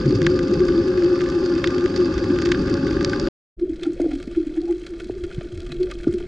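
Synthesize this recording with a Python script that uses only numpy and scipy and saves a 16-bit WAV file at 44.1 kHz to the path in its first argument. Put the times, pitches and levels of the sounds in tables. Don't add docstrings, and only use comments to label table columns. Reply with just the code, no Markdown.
import sys
import numpy as np
from scipy import signal
from scipy.fft import rfft, irfft, next_fast_len
from scipy.io import wavfile
from scipy.ndimage import uniform_filter1d

SR = 44100
rng = np.random.default_rng(int(sys.argv[2]) if len(sys.argv) > 2 else 0)


def store_wav(level_fs):
    pcm = np.round(np.clip(np.atleast_2d(level_fs), -1, 1) * 32767)
    wavfile.write(sys.argv[1], SR, pcm.T.astype(np.int16))


N = 276507
TIME = np.arange(N) / SR
BOAT_END_S, REEF_START_S = 3.286, 3.566
GEAR_TEETH, CYLINDERS = 16, 6
HOUSING_HZ, HOUSING_WIDTH_HZ = 351, 13


def undb(db):
    return 10 ** (np.asarray(db) / 20)


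def unit(x):
    return x / np.sqrt(np.mean(x ** 2))


def curves(table):
    s, *columns = np.transpose(table)
    return [np.interp(TIME, s, c) for c in columns]


def level(table):
    return undb(curves(table)[0])


def walk(rate):
    hold = int(SR / rate)
    steps = np.repeat(rng.standard_normal(N // hold + 1), hold)
    smooth = uniform_filter1d(uniform_filter1d(steps, hold), hold)
    return unit(smooth[:N])


def along(points, hz):
    f, v = np.transpose(points)
    return np.interp(np.log(hz + 1), np.log(f), v)


def colour(x, points, peaks=()):
    size = 8192
    hz = np.fft.rfftfreq(size, 1 / SR)
    db = along(points, hz) + sum(d / (1 + (2 * (hz - f) / w) ** 2) for f, w, d in peaks)
    cepstrum = irfft(np.log(undb(db)))[:size // 2]
    cepstrum[1:] *= 2
    response = irfft(np.exp(rfft(cepstrum, size)))[:size // 2]
    return signal.fftconvolve(x, response)[:len(x)]


def resonate(x, hz, width_hz):
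    return signal.lfilter(*signal.iirpeak(hz, hz / width_hz, fs=SR), x)


def add(track, s, sound):
    i = max(int(s * SR), 0)
    track[i:i + len(sound)] += sound[:N - i]


def crest(s, swell_s):
    return np.exp(-np.minimum(((TIME - s) / swell_s) ** 2, 100) / 2)


def chance_events(rate, t0, t1):
    times = t0 + np.cumsum(rng.gamma(2, .5, size=100)) / rate
    deviates = rng.standard_normal((len(times), 3))
    return [(s, *row) for s, row in zip(times, deviates) if s < t1]


# (time [s], pitch [Hz])
GEAR_WHINE_PITCH = [(0, 254), (.3, 260), (.6, 262.5), (.9, 265.3), (1.2, 267), (1.5, 265.7), (1.9, 266.3),
                    (2.3, 267.7), (2.6, 271.7), (2.9, 276), (3.28, 278.3)]


def shaft_turns():
    return np.cumsum(curves(GEAR_WHINE_PITCH)[0]) / GEAR_TEETH / SR


def firing_noise(throb):
    firings = shaft_turns() * CYLINDERS / 2
    cylinder_gain = undb(1.8 * rng.standard_normal(CYLINDERS))
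    strength = cylinder_gain[firings.astype(int) % CYLINDERS]
    return strength * (1 + throb * np.cos(2 * np.pi * firings)) * rng.standard_normal(N)


# (time [s], level [dB])
RUMBLE_LEVEL = [(0.3, -25.5), (0.46, -26), (0.51, -27.5), (0.54, -23.5), (1.09, -32), (2.9, -24.5),
                (3.27, -25.5)]
# (frequency [Hz], relative level [dB])
RUMBLE_COLOUR = [(15, -9.5), (30, -7), (52, 4), (75, 1), (160, 1.5), (240, 3), (300, 10), (400, 6.5),
                 (470, -19.5), (650, -55), (6000, -100)]


def exhaust(lift_db=4.0):
    return unit(colour(firing_noise(throb=0.22), RUMBLE_COLOUR)) * level(RUMBLE_LEVEL) * undb(lift_db)


# (multiple of the shaft rate [1], level [dB])
DRIVE_TONES = [(3, -43.5), (5.5, -51), (6, -40.5), (7, -52), (9, -42), (11, -38.5), (12, -43.5),
               (16, -31.5), (30, -45), (48, -56), (64, -56), (66, -69.5)]
# (time [s], level [dB])
WHINE_LEVEL = [(0, -33.5), (.47, -31), (.6, -36.5), (2.5, -40), (2.9, -33.5), (3.27, -37)]


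def drive_tones(wobble_db=0.5, jitter_turns=0.052):
    turns = shaft_turns()
    tones = 0
    for order, db in DRIVE_TONES:
        cycles = order * turns + rng.random() + jitter_turns * walk(25.25)
        tones = tones + undb(db + wobble_db * walk(5.3)) * np.sin(2 * np.pi * cycles)
    whine_cycles = 2 * GEAR_TEETH * turns + jitter_turns * walk(25)
    whine = level(WHINE_LEVEL) * undb(wobble_db * walk(21.0)) * np.sin(2 * np.pi * whine_cycles)
    return tones + whine


# (time [s], level [dB])
CLATTER_LEVEL = [(.3, -40.5), (1.2, -37.5), (3.1, -36.5)]
# (frequency [Hz], relative level [dB])
CLATTER_COLOUR = [(300, -14), (450, -14), (520, -6), (580, -5), (660, -19.5), (780, -3.5), (1150, -6.5),
                  (1500, -0.5), (1720, -3.5), (2000, -23), (3000, -23.5), (5000, -20.5), (8000, -36.5),
                  (12000, -76)]
# (frequency [Hz], width [Hz], boost or cut [dB])
WALL_PEAKS = [(567.5, 29, 12), (828, 42, 5.5), (943, 90, -9), (1205, 150, 10.5), (1305, 98, -9),
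              (2376, 130, -9), (2620, 70, 6), (2900, 400, -4.5), (3260, 160, 2.5), (3630, 150, 4)]


def surface_echo(x, share=0.5, lag_s=.009, sway_s=0.00032):
    return x - share * np.interp(TIME - lag_s - sway_s * walk(1.5), TIME, x)


def clatter():
    direct = colour(firing_noise(throb=0.62), CLATTER_COLOUR, WALL_PEAKS)
    return unit(surface_echo(direct)) * level(CLATTER_LEVEL)


def hum(waver=0.02986, waver_rate=40, flutter_db=1.5):
    pitch = HOUSING_HZ * (1 + waver * walk(waver_rate))
    tone = np.sin(2 * np.pi * np.cumsum(pitch) / SR)
    return unit(tone * undb(flutter_db * walk(waver_rate)))


def drone(push, skirt_hz=170, steady_s=0.13):
    ring = resonate(resonate(push, HOUSING_HZ, HOUSING_WIDTH_HZ), HOUSING_HZ, skirt_hz)
    return ring / np.sqrt(uniform_filter1d(ring ** 2, int(steady_s * SR)) + 1e-12)


# (time [s], level [dB])
DRONE_LEVEL = [(0.0, -24), (0.4, -24.5), (1.1, -22.5), (1.6, -26), (2.3, -24.5), (3.27, -27)]
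# (time of the crest [s], peak level [dB], swell time [s])
DRONE_SURGES = [(.215, -12.5, 0.013), (.309, -14.5, 0.033), (.409, -17, .02), (.528, -13.5, 0.016),
                (.616, -11.5, 0.012), (0.706, -18.5, 0.027), (0.793, -13.5, .021), (0.9, -21, 0.025),
                (.975, -17.5, 0.035), (1.065, -11.5, 0.03), (1.136, -12.5, 0.0088), (1.247, -19.5, 0.017),
                (1.371, -15, 0.027), (1.439, -12.5, .012), (1.5, -18, 0.016), (1.561, -17, .021),
                (1.679, -12, 0.0098), (1.758, -18.5, .022), (1.845, -14, 0.021), (2.003, -15, 0.03),
                (2.093, -16, 0.016), (2.169, -19, .016), (2.336, -12.5, 0.013), (2.485, -16, 0.013),
                (2.679, -18, 0.016)]


def boat_drone(surge_db=1.0, pure_db=-4, rough_db=-3, upper_db=-40):
    surges = sum(undb(db + surge_db) * crest(s, swell_s) for s, db, swell_s in DRONE_SURGES)
    surges = surges / np.sqrt(2)
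    steady = level(DRONE_LEVEL)
    pure = hum() * np.hypot(steady * undb(pure_db), surges)
    rough = drone(firing_noise(throb=0.24)) * steady * undb(rough_db)
    upper = firing_noise(throb=0.15)
    for _ in range(3):
        upper = resonate(upper, 538.5, 54.5)
    return pure + rough + unit(upper) * undb(upper_db)


def even_out(x, size=19):
    spectrum = rfft(x)
    even = irfft(spectrum / np.sqrt(uniform_filter1d(np.abs(spectrum) ** 2, size)))
    return even * np.linspace(1, 0, len(x))


def snaps(rows, points, peaks, gather, scatter_db, gain_db, wall_share,
          late_db=-26, split_hz=3500, pitch_width=0.17):
    out, t = np.zeros(N), TIME[:2048]
    lows = signal.butter(4, split_hz, fs=SR, output="sos")
    highs = signal.butter(2, split_hz, "high", fs=SR, output="sos")
    peaks = [(hz, width, wall_share * db) for hz, width, db in peaks]
    noises = rng.standard_normal(size=(160, len(t)))
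    for (s, db, treble_db, tail_s, pitch_hz, pitch_db), noise in zip(rows, noises):
        gathering = 1 - np.exp(-t / (gather * tail_s))
        burst = undb(scatter_db) * noise * gathering * np.exp(-t / tail_s)
        burst += undb(scatter_db + late_db) * noise[::-1] * np.exp(-t / (4 * tail_s))
        burst[0] += 1
        own_pitch = (pitch_hz, pitch_width * pitch_hz, pitch_db)
        burst = colour(even_out(burst), points, peaks + [own_pitch])
        treble = unit(signal.sosfilt(highs, burst))
        snap = unit(signal.sosfilt(lows, burst)) - undb(treble_db) * treble
        loudest = np.sqrt(uniform_filter1d(snap ** 2, size=132).max())
        add(out, s, snap * undb(db + gain_db) / loudest)
    return out


# (time [s], level of the loudest 3 ms [dB], treble relative to the rest [dB],
#  decay time of the echoes [s], pitch of the snap [Hz], strength of that pitch [dB])
NEAR_SNAPS = [(0.1496, -35, 17, 0.0057, 4760, 9), (0.2172, -25, -6, 0.00081, 1590, 4),
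              (0.2654, -16.5, -10, 0.0013, 1640, 4.5), (0.3904, -28, -6.5, 0.0012, 1420, 3),
              (0.5396, -30, 3.5, 0.00084, 4780, 10), (0.604, -31, -5.5, 0.001, 1450, 5),
              (0.6863, -29, -17, 0.0013, 1440, 9.5), (0.883, -39.5, 6, 0.0012, 4780, 10),
              (0.9746, -33, -10, 0.0016, 1550, 3), (1.0348, -39, 10, 0.0025, 4520, 14),
              (1.2055, -28, -23, 0.0022, 1340, 14), (1.2162, -30, -4, 0.0007, 1590, 8),
              (1.2593, -33, -12, 0.0023, 1610, 8), (1.3, -34, 9, 0.00073, 4350, 1),
              (1.4597, -33.5, 17, 0.0015, 4610, 9), (1.5583, -35, -18, 0.0034, 1440, 11),
              (1.5783, -35, -10, 0.0041, 1440, 4), (1.6415, -17.5, -12, 0.0014, 1680, -1),
              (1.6729, -24, -0.5, 0.0016, 3600, 9), (1.7053, -34, -3, 0.001, 1210, 2),
              (1.7816, -32, -4, 0.0015, 3340, 7), (1.859, -27, -11, 0.0012, 1610, 5),
              (1.9607, -27.5, 10, 0.0022, 4660, 8), (1.9755, -31.5, 10, 0.0011, 5020, 11),
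              (2.178, -33.5, -2, 0.0023, 4930, 2), (2.2412, -31, -6, 0.0013, 1570, -1),
              (2.3874, -24, -8, 0.00068, 1210, -2), (2.4207, -27, -1, 0.0011, 1560, 6),
              (2.4548, -27, -1, 0.003, 4660, 6), (2.4706, -28.5, -14, 0.00073, 1550, 2),
              (2.4889, -32, -4, 0.0015, 1570, 6), (2.517, -17.5, -7.5, 0.002, 1650, -2),
              (2.5457, -26, -21, 0.0015, 1570, 8), (2.6804, -34.5, -15, 0.0021, 1590, 2),
              (2.7403, -28.5, 12, 0.001, 4660, 9), (2.8684, -28.5, -11, 0.0012, 1550, 13),
              (2.968, -30, -16, 0.00076, 1600, 13), (3.0092, -27, -13, 0.0011, 1600, 7),
              (3.0465, -20, 10, 0.00098, 4670, 7), (3.0948, -31.5, 7, 0.0022, 4520, 5),
              (3.1318, -21.5, -18, 0.0013, 1570, 13.5), (3.1972, -27, 21, 0.00079, 5000, 7),
              (3.272, -28, -7.5, 0.00071, 1565, 6.5), (3.8188, -44.5, -10, 0.0084, 2580, 9),
              (3.8323, -31, 4, 0.0021, 3600, 13), (3.852, -39, -17, 0.0052, 1370, 10),
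              (4.001, -42, -4, 0.0037, 1440, 7), (4.0099, -44, -17, 0.005, 2090, 18),
              (4.112, -37.5, -9, 0.0044, 2170, 6), (4.131, -44.5, 3, 0.0066, 3380, 6),
              (4.1512, -44, 3, 0.0041, 3230, 4), (4.2264, -39, 0, 0.002, 3180, 1),
              (4.3486, -42.5, -14, 0.0034, 1490, 4), (4.36, -45.5, -1, 0.0028, 3340, 7),
              (4.571, -43.5, -11, 0.004, 1748, 6), (4.6156, -43, 13, 0.0013, 4410, 10),
              (4.7229, -43, -5, 0.0022, 1510, 2), (4.864, -36.5, 1, 0.0035, 4070, 6),
              (4.9984, -36, -8, 0.0046, 1440, 7), (5.043, -44, 11, 0.002, 4310, 4),
              (5.237, -38, -1, 0.0025, 3290, 3), (5.3119, -38.5, -18, 0.0018, 1460, 11),
              (5.345, -42, 3, 0.003, 3250, 8), (5.409, -38, -18, 0.002, 1420, 0),
              (5.4717, -48, -14, 0.0063, 1460, 17), (5.575, -43, 7, 0.0015, 4220, -1),
              (5.6032, -39.5, 14, 0.0012, 3420, 7), (5.664, -42, -2, 0.0035, 3200, 8),
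              (5.702, -46, -9, 0.006, 2520, 20), (5.718, -33, -1, 0.0036, 3960, 13),
              (5.83, -37, 5, 0.0023, 4330, 13), (5.8684, -42, -16, 0.0024, 1490, 5),
              (5.9015, -42, -8, 0.007, 2480, -5), (5.9122, -33.5, 4, 0.0018, 3300, 3),
              (5.916, -33, -21, 0.0022, 1260, 15), (6.0307, -43.5, -3, 0.0049, 3250, 2),
              (6.0413, -38.5, -12, 0.0018, 1400, 11), (6.121, -45, -4, 0.004, 3266, 8),
              (6.138, -40, 4, 0.0021, 3270, -2), (6.181, -42.5, 0, 0.0034, 3250, 3),
              (6.206, -43, -9, 0.0012, 1420, 7)]


def shrimp(rate, db, treble_db, t0, t1):
    others = []
    for s, a, b, c in chance_events(rate, t0, t1):
        pitch_hz = 2600 * 2 ** (.6 * c)
        others.append((s, db + 2 * a, treble_db + 8.5 * b, 0.0014, pitch_hz, 9))
    return [row for row in NEAR_SNAPS if t0 < row[0] < t1] + others


CRACKLE_BANDS = [1200, 1900, 3000, 4700, 7500]


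def crackle(points, peaks, rate, spread_db, tail_s, scatter_db, hiss_db, variety_db=5):
    sizes = undb(spread_db * np.minimum(rng.exponential(size=N), 3.5))
    clicks = (rng.random(N) < rate / SR) * sizes
    size = next_fast_len(N)
    hz, arrivals = np.fft.rfftfreq(size, 1 / SR), 0
    for band in np.eye(len(CRACKLE_BANDS)):
        direct = clicks * rng.choice([-1, 1], N) * undb(variety_db * rng.uniform(-2.9, 3.2, N))
        echoes = signal.lfilter([1], [1, -np.exp(-2 / (tail_s * SR))], direct ** 2)
        scatter = np.sqrt(signal.lfilter(np.hanning(64) / 32, 1, echoes)) * rng.standard_normal(N)
        share = np.sin(np.pi / 2 * along(list(zip(CRACKLE_BANDS, band)), hz))
        arrivals = arrivals + share * rfft(direct + undb(scatter_db) * scatter, size)
    hiss = undb(hiss_db) * rng.standard_normal(N)
    return unit(colour(unit(irfft(arrivals, size)[:N]) + hiss, points, peaks))


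# (frequency [Hz], relative level [dB])
BED_SNAP_COLOUR = [(500, -26), (1100, -3), (1550, 4), (2100, 2), (2700, -4), (3300, -3.5), (4100, -4),
                   (4700, 1), (5600, -3), (7000, -9), (8400, -25), (9500, -28), (11000, -36), (12500, -41),
                   (15000, -62)]
# (frequency [Hz], relative level [dB])
BED_COLOUR = [(500, -29.5), (1200, 5.5), (1700, -5), (2500, 3), (4100, -8.5), (4700, 9), (5500, -6.5),
              (6800, -12.5), (7600, -18.5), (8400, -29), (9300, -22.5), (11000, -37.5), (13500, -71.5)]


def bed_shrimp():
    rows = shrimp(rate=22, db=-37.5, treble_db=-1, t0=0, t1=BOAT_END_S)
    near = snaps(rows, BED_SNAP_COLOUR, WALL_PEAKS, gather=1, scatter_db=5, gain_db=.5, wall_share=.7)
    far = crackle(BED_COLOUR, WALL_PEAKS, rate=350, spread_db=0.0, tail_s=0.0038,
                  scatter_db=-2, hiss_db=-1.5)
    return near + far * undb(-41.5)


# (frequency [Hz], relative level [dB])
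DIFFUSE_COLOUR = [(450, -25), (850, 0), (1300, -3), (2000, 0), (3000, -6), (5000, -13), (7000, -20),
                  (10000, -34), (14000, -60)]


def crackle_all_round():
    diffuse = crackle(DIFFUSE_COLOUR, WALL_PEAKS, rate=900, spread_db=3, tail_s=.002,
                      scatter_db=-6, hiss_db=-6) * undb(-46.5)
    return np.array([diffuse, -diffuse])


# (time [s], level [dB])
REEF_OPENING = [(3.585, -20), (3.595, 0), (3.61, -9), (3.66, -9), (3.7, -4.5), (3.82, 0)]
# (frequency [Hz], relative level [dB])
REEF_COLOUR = [(400, -3.5), (700, 7.5), (1000, -13), (1400, 5), (2200, -4), (3300, 0.5), (4300, -2),
               (6000, -10), (8000, -13), (9600, -20), (11500, -33.5), (15000, -46.5)]
# (frequency [Hz], width [Hz], boost or cut [dB])
REEF_RESONANCES = [(780, 89, -14), (1090, 59, -4.5), (1195, 88, 7.5), (1300, 61, -19), (1320, 120, 6),
                   (2090, 120, -3.5), (2164, 210, 10), (2546, 65, 7), (2894, 180, -8), (3260, 120, 4),
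                   (3690, 220, -8.5), (3940, 300, 2)]


def reef_shrimp(lift_s=.06, lift_db=-11):
    rows = shrimp(rate=10, db=-51, treble_db=-1, t0=REEF_START_S, t1=TIME[-1])
    near = snaps(rows, REEF_COLOUR, REEF_RESONANCES, gather=1.1, scatter_db=10, gain_db=-.5, wall_share=1)
    lift = np.sqrt(np.abs(uniform_filter1d(near ** 2, int(lift_s * SR)))) * undb(lift_db)
    far = crackle(REEF_COLOUR, REEF_RESONANCES, rate=320, spread_db=4.0, tail_s=0.0031,
                  scatter_db=-7.0, hiss_db=-4.0)
    return (near + far * np.hypot(undb(-51.5), lift)) * level(REEF_OPENING)


def swells(rows, waver, linger):
    out, drift = np.zeros(N), walk(170)
    for (s, db, hz, swell_s, glide), turn in zip(rows, rng.random(size=200)):
        u = np.arange(-4, 10, 1 / (swell_s * SR))
        shape = np.where(u < 0, np.exp(-u ** 2 / 2), 1 / np.cosh(u / linger))
        unsteady = 1 + waver * np.roll(drift, -int(s * SR))[:len(u)]
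        pitch = hz * 2 ** (glide * u * swell_s) * unsteady
        tone = np.sin(2 * np.pi * (np.cumsum(pitch) / SR + turn))
        add(out, s - 4 * swell_s, undb(db) * shape * tone)
    return out


# (time of the crest [s], peak level [dB], pitch [Hz], swell time [s])
HAND_NUDGES = [(3.632, -12, 346.5, .012), (3.702, -16, 320, .006), (3.829, -19.5, 341, .009),
               (3.875, -11, 327.5, .006), (4.005, -13, 330, .003), (4.019, -14, 324, .004),
               (4.065, -12.5, 303, .0055), (4.139, -15.5, 284, 0.0051), (4.381, -9.5, 320, .007),
               (4.475, -17, 314, .005), (4.585, -13, 317.5, .0093), (4.648, -20.5, 336, .0097),
               (4.713, -13, 340, .0147), (4.942, -24, 341.5, .015), (5.035, -27.5, 340, .008),
               (5.171, -24, 358.7, .008), (5.245, -21, 358.6, .006), (5.46, -30, 353, .012),
               (5.586, -30, 360, 0.0098), (5.735, -25.5, 345, 0.0075), (5.818, -12.5, 366, .011),
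               (6.101, -20, 349, .005), (6.149, -15.5, 348, .006), (6.212, -23.5, 366, .004)]


def nudges(rebound_s=0.026, rebound_db=-6, glide=-0.27):
    rebounds = [(s + k * rebound_s, db + k * rebound_db, hz, .0065)
                for s, db, hz, _ in HAND_NUDGES for k in (1, 2)]
    # 6.5 per s, about -34.5 dB and 336.5 Hz, swelling in 9 ms
    tremors = [(s, -34.5 + 2 * a, 336.5 * (1 + 0.059 * b), .009)
               for s, a, b, _ in chance_events(6.5, REEF_START_S, TIME[-1])]
    rows = [(*row, glide) for row in HAND_NUDGES + rebounds + tremors]
    return swells(rows, waver=0.029, linger=0.95)


# (time of the start [s], peak level [dB], pitch [Hz], swell time [s])
HOUSING_KNOCKS = [(3.998, -17, 510, 0.0023), (4.042, -22.5, 500, 0.0021), (4.057, -22, 440, 0.0054),
                  (4.2747, -18, 274, 0.0035), (5.096, -27.5, 630, 0.0018), (5.0967, -15.5, 356, 0.0044),
                  (5.379, -16, 132, 0.0055), (5.409, -31, 606, 0.0038), (6.068, -22, 483, 0.0023),
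                  (6.0701, -5, 313, 0.0043), (6.08, -17, 343, 0.012), (6.204, -33, 600, 0.0014)]


def knocks(softness=2.73):
    out, t = np.zeros(N), TIME[:4096]
    for s, db, hz, swell_s in HOUSING_KNOCKS:
        shape = (t / swell_s * np.exp(1 - t / swell_s)) ** softness
        add(out, s, undb(db) * shape * np.sin(2 * np.pi * hz * t))
    return out


# (time of the crest [s], rms level [dB], pitch [Hz], width [Hz], swell time [s])
GRIP_CREAKS = [(3.86, -47, 750, 160, .012), (3.972, -43.5, 493, 90, 0.015), (4.015, -39, 620, 220, 0.014),
               (4.066, -41, 710, 110, 0.0086), (4.092, -39.5, 556, 130, 0.01),
               (4.122, -42.5, 660, 190, 0.013), (4.205, -46, 580, 110, .009), (4.374, -57, 720, 260, .009),
               (4.448, -54, 600, 220, 0.0059), (4.574, -47.5, 670, 230, 0.0092),
               (4.634, -49, 720, 80, 0.011), (4.686, -43.5, 590, 150, .006), (4.706, -49, 720, 30, .014),
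               (4.704, -44, 834, 25, 0.012), (5.85, -47, 510, 120, .018), (5.895, -44, 555, 120, 0.011)]


def creaks():
    out, rub = np.zeros(N), rng.standard_normal(N)
    for s, db, hz, width_hz, swell_s in GRIP_CREAKS:
        span = slice(int((s - .2) * SR), int((s + .2) * SR))
        edges = [hz - width_hz / 2, hz + width_hz / 2]
        band = signal.butter(3, edges, "band", fs=SR, output="sos")
        shape = crest(s, swell_s)[span]
        burst = shape * signal.sosfilt(band, rub[span])
        out[span] += undb(db) * burst * np.linalg.norm(shape) / np.linalg.norm(burst)
    return out


# (time of the crest [s], peak level [dB], pitch [Hz], swell time [s], glide [octaves per s])
WATER_GURGLES = [(.08, -13.5, 138, .02, -1), (.16, -14.5, 114, 0.013, 5.5), (.225, -14.5, 147.7, .012, 0.5),
                 (.275, -18.5, 155.5, 0.021, 1.5), (.51, -14.5, 202, 0.0089, -2),
                 (.605, -21.5, 200, 0.0089, -1.5), (2.17, -20.5, 60.8, .014, -5.5),
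                 (2.31, -14, 286, .012, 2), (2.605, -20.5, 187, 0.015, 1), (3.25, -25.5, 36.5, 0.022, -1.5),
                 (5.065, -33, 230, 0.0097, -8), (5.12, -33.5, 98, .01, -8), (5.245, -31, 79, 0.011, 6),
                 (5.54, -29, 113, 0.0088, -7.5), (5.59, -29, 84.6, 0.024, -4.5),
                 (5.675, -35, 128, .012, 15), (5.705, -34, 246, .014, 2), (5.725, -29.5, 152, 0.014, -1.5),
                 (5.80, -37, 139, 0.034, 1.5), (6.09, -21.5, 132, 0.0076, -13),
                 (6.112, -25, 62, 0.0075, -4), (6.145, -26, 210, 0.0078, -1)]


def gurgles():
    return swells(WATER_GURGLES, waver=.03, linger=0.6)


# (time [s], level [dB])
WATER_LEVEL = [(3.8, -35.5), (4.18, -35.5), (4.84, -42.5), (5.1, -37), (6.2, -34.5)]
# (frequency [Hz], relative level [dB])
WATER_COLOUR = [(15, -2), (28, 1), (45, 2.5), (75, -9), (130, -15.5), (230, -13), (400, -17), (500, -28),
                (650, -24.5), (850, -62), (1500, -57), (8000, -100)]


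def slow_water():
    return unit(colour(rng.standard_normal(N), WATER_COLOUR)) * level(WATER_LEVEL)


def two_ports(x):
    # (frequency [Hz], left minus right [dB])
    balance_db = [(150, 0.3), (300, 0.9), (510, 3.0), (870, -2.5), (1490, 2.0), (2540, -4.0),
                  (4340, -4.0), (7400, 1.9)]
    # (frequency [Hz], lead of the left over the right [radians])
    lead = [(170, 0), (350, 0.11), (530, .5), (800, -1.4), (1290, 1.0), (1890, -1.1), (2330, -.9),
            (2580, 1.0), (3270, -0.8), (3880, .6), (4300, -0.1), (6700, 0.12), (7600, -0.97)]
    size = next_fast_len(N)
    hz, spectrum = np.fft.rfftfreq(size, 1 / SR), rfft(x, size)
    half = undb(along(balance_db, hz) / 2) * np.exp(.5j * along(lead, hz))
    return np.array([irfft(spectrum * half, size), irfft(spectrum / half, size)])[:, :N]


def boat_scene():
    boat = exhaust() + drive_tones() + clatter() + boat_drone()
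    return two_ports(boat + bed_shrimp()) + crackle_all_round()


def reef_scene():
    housing = drone(rng.standard_normal(N)) * undb(-36.5)
    handling = nudges() + knocks() + creaks()
    return reef_shrimp() + handling + housing + slow_water()


def scene(fade_out_s=0.0008, fade_in_s=0.032):
    first = np.clip((BOAT_END_S - TIME) / fade_out_s, 0, 1)
    second = np.clip((TIME - REEF_START_S) / fade_in_s, 0, 1)
    water = gurgles()
    return first * (boat_scene() + water) + second * (reef_scene() + water)


def record(dry, top_hz=15100):
    return signal.sosfilt(signal.ellip(8, .2, 70, top_hz, fs=SR, output="sos"), dry)


dry = scene()
out = record(dry)
store_wav(out)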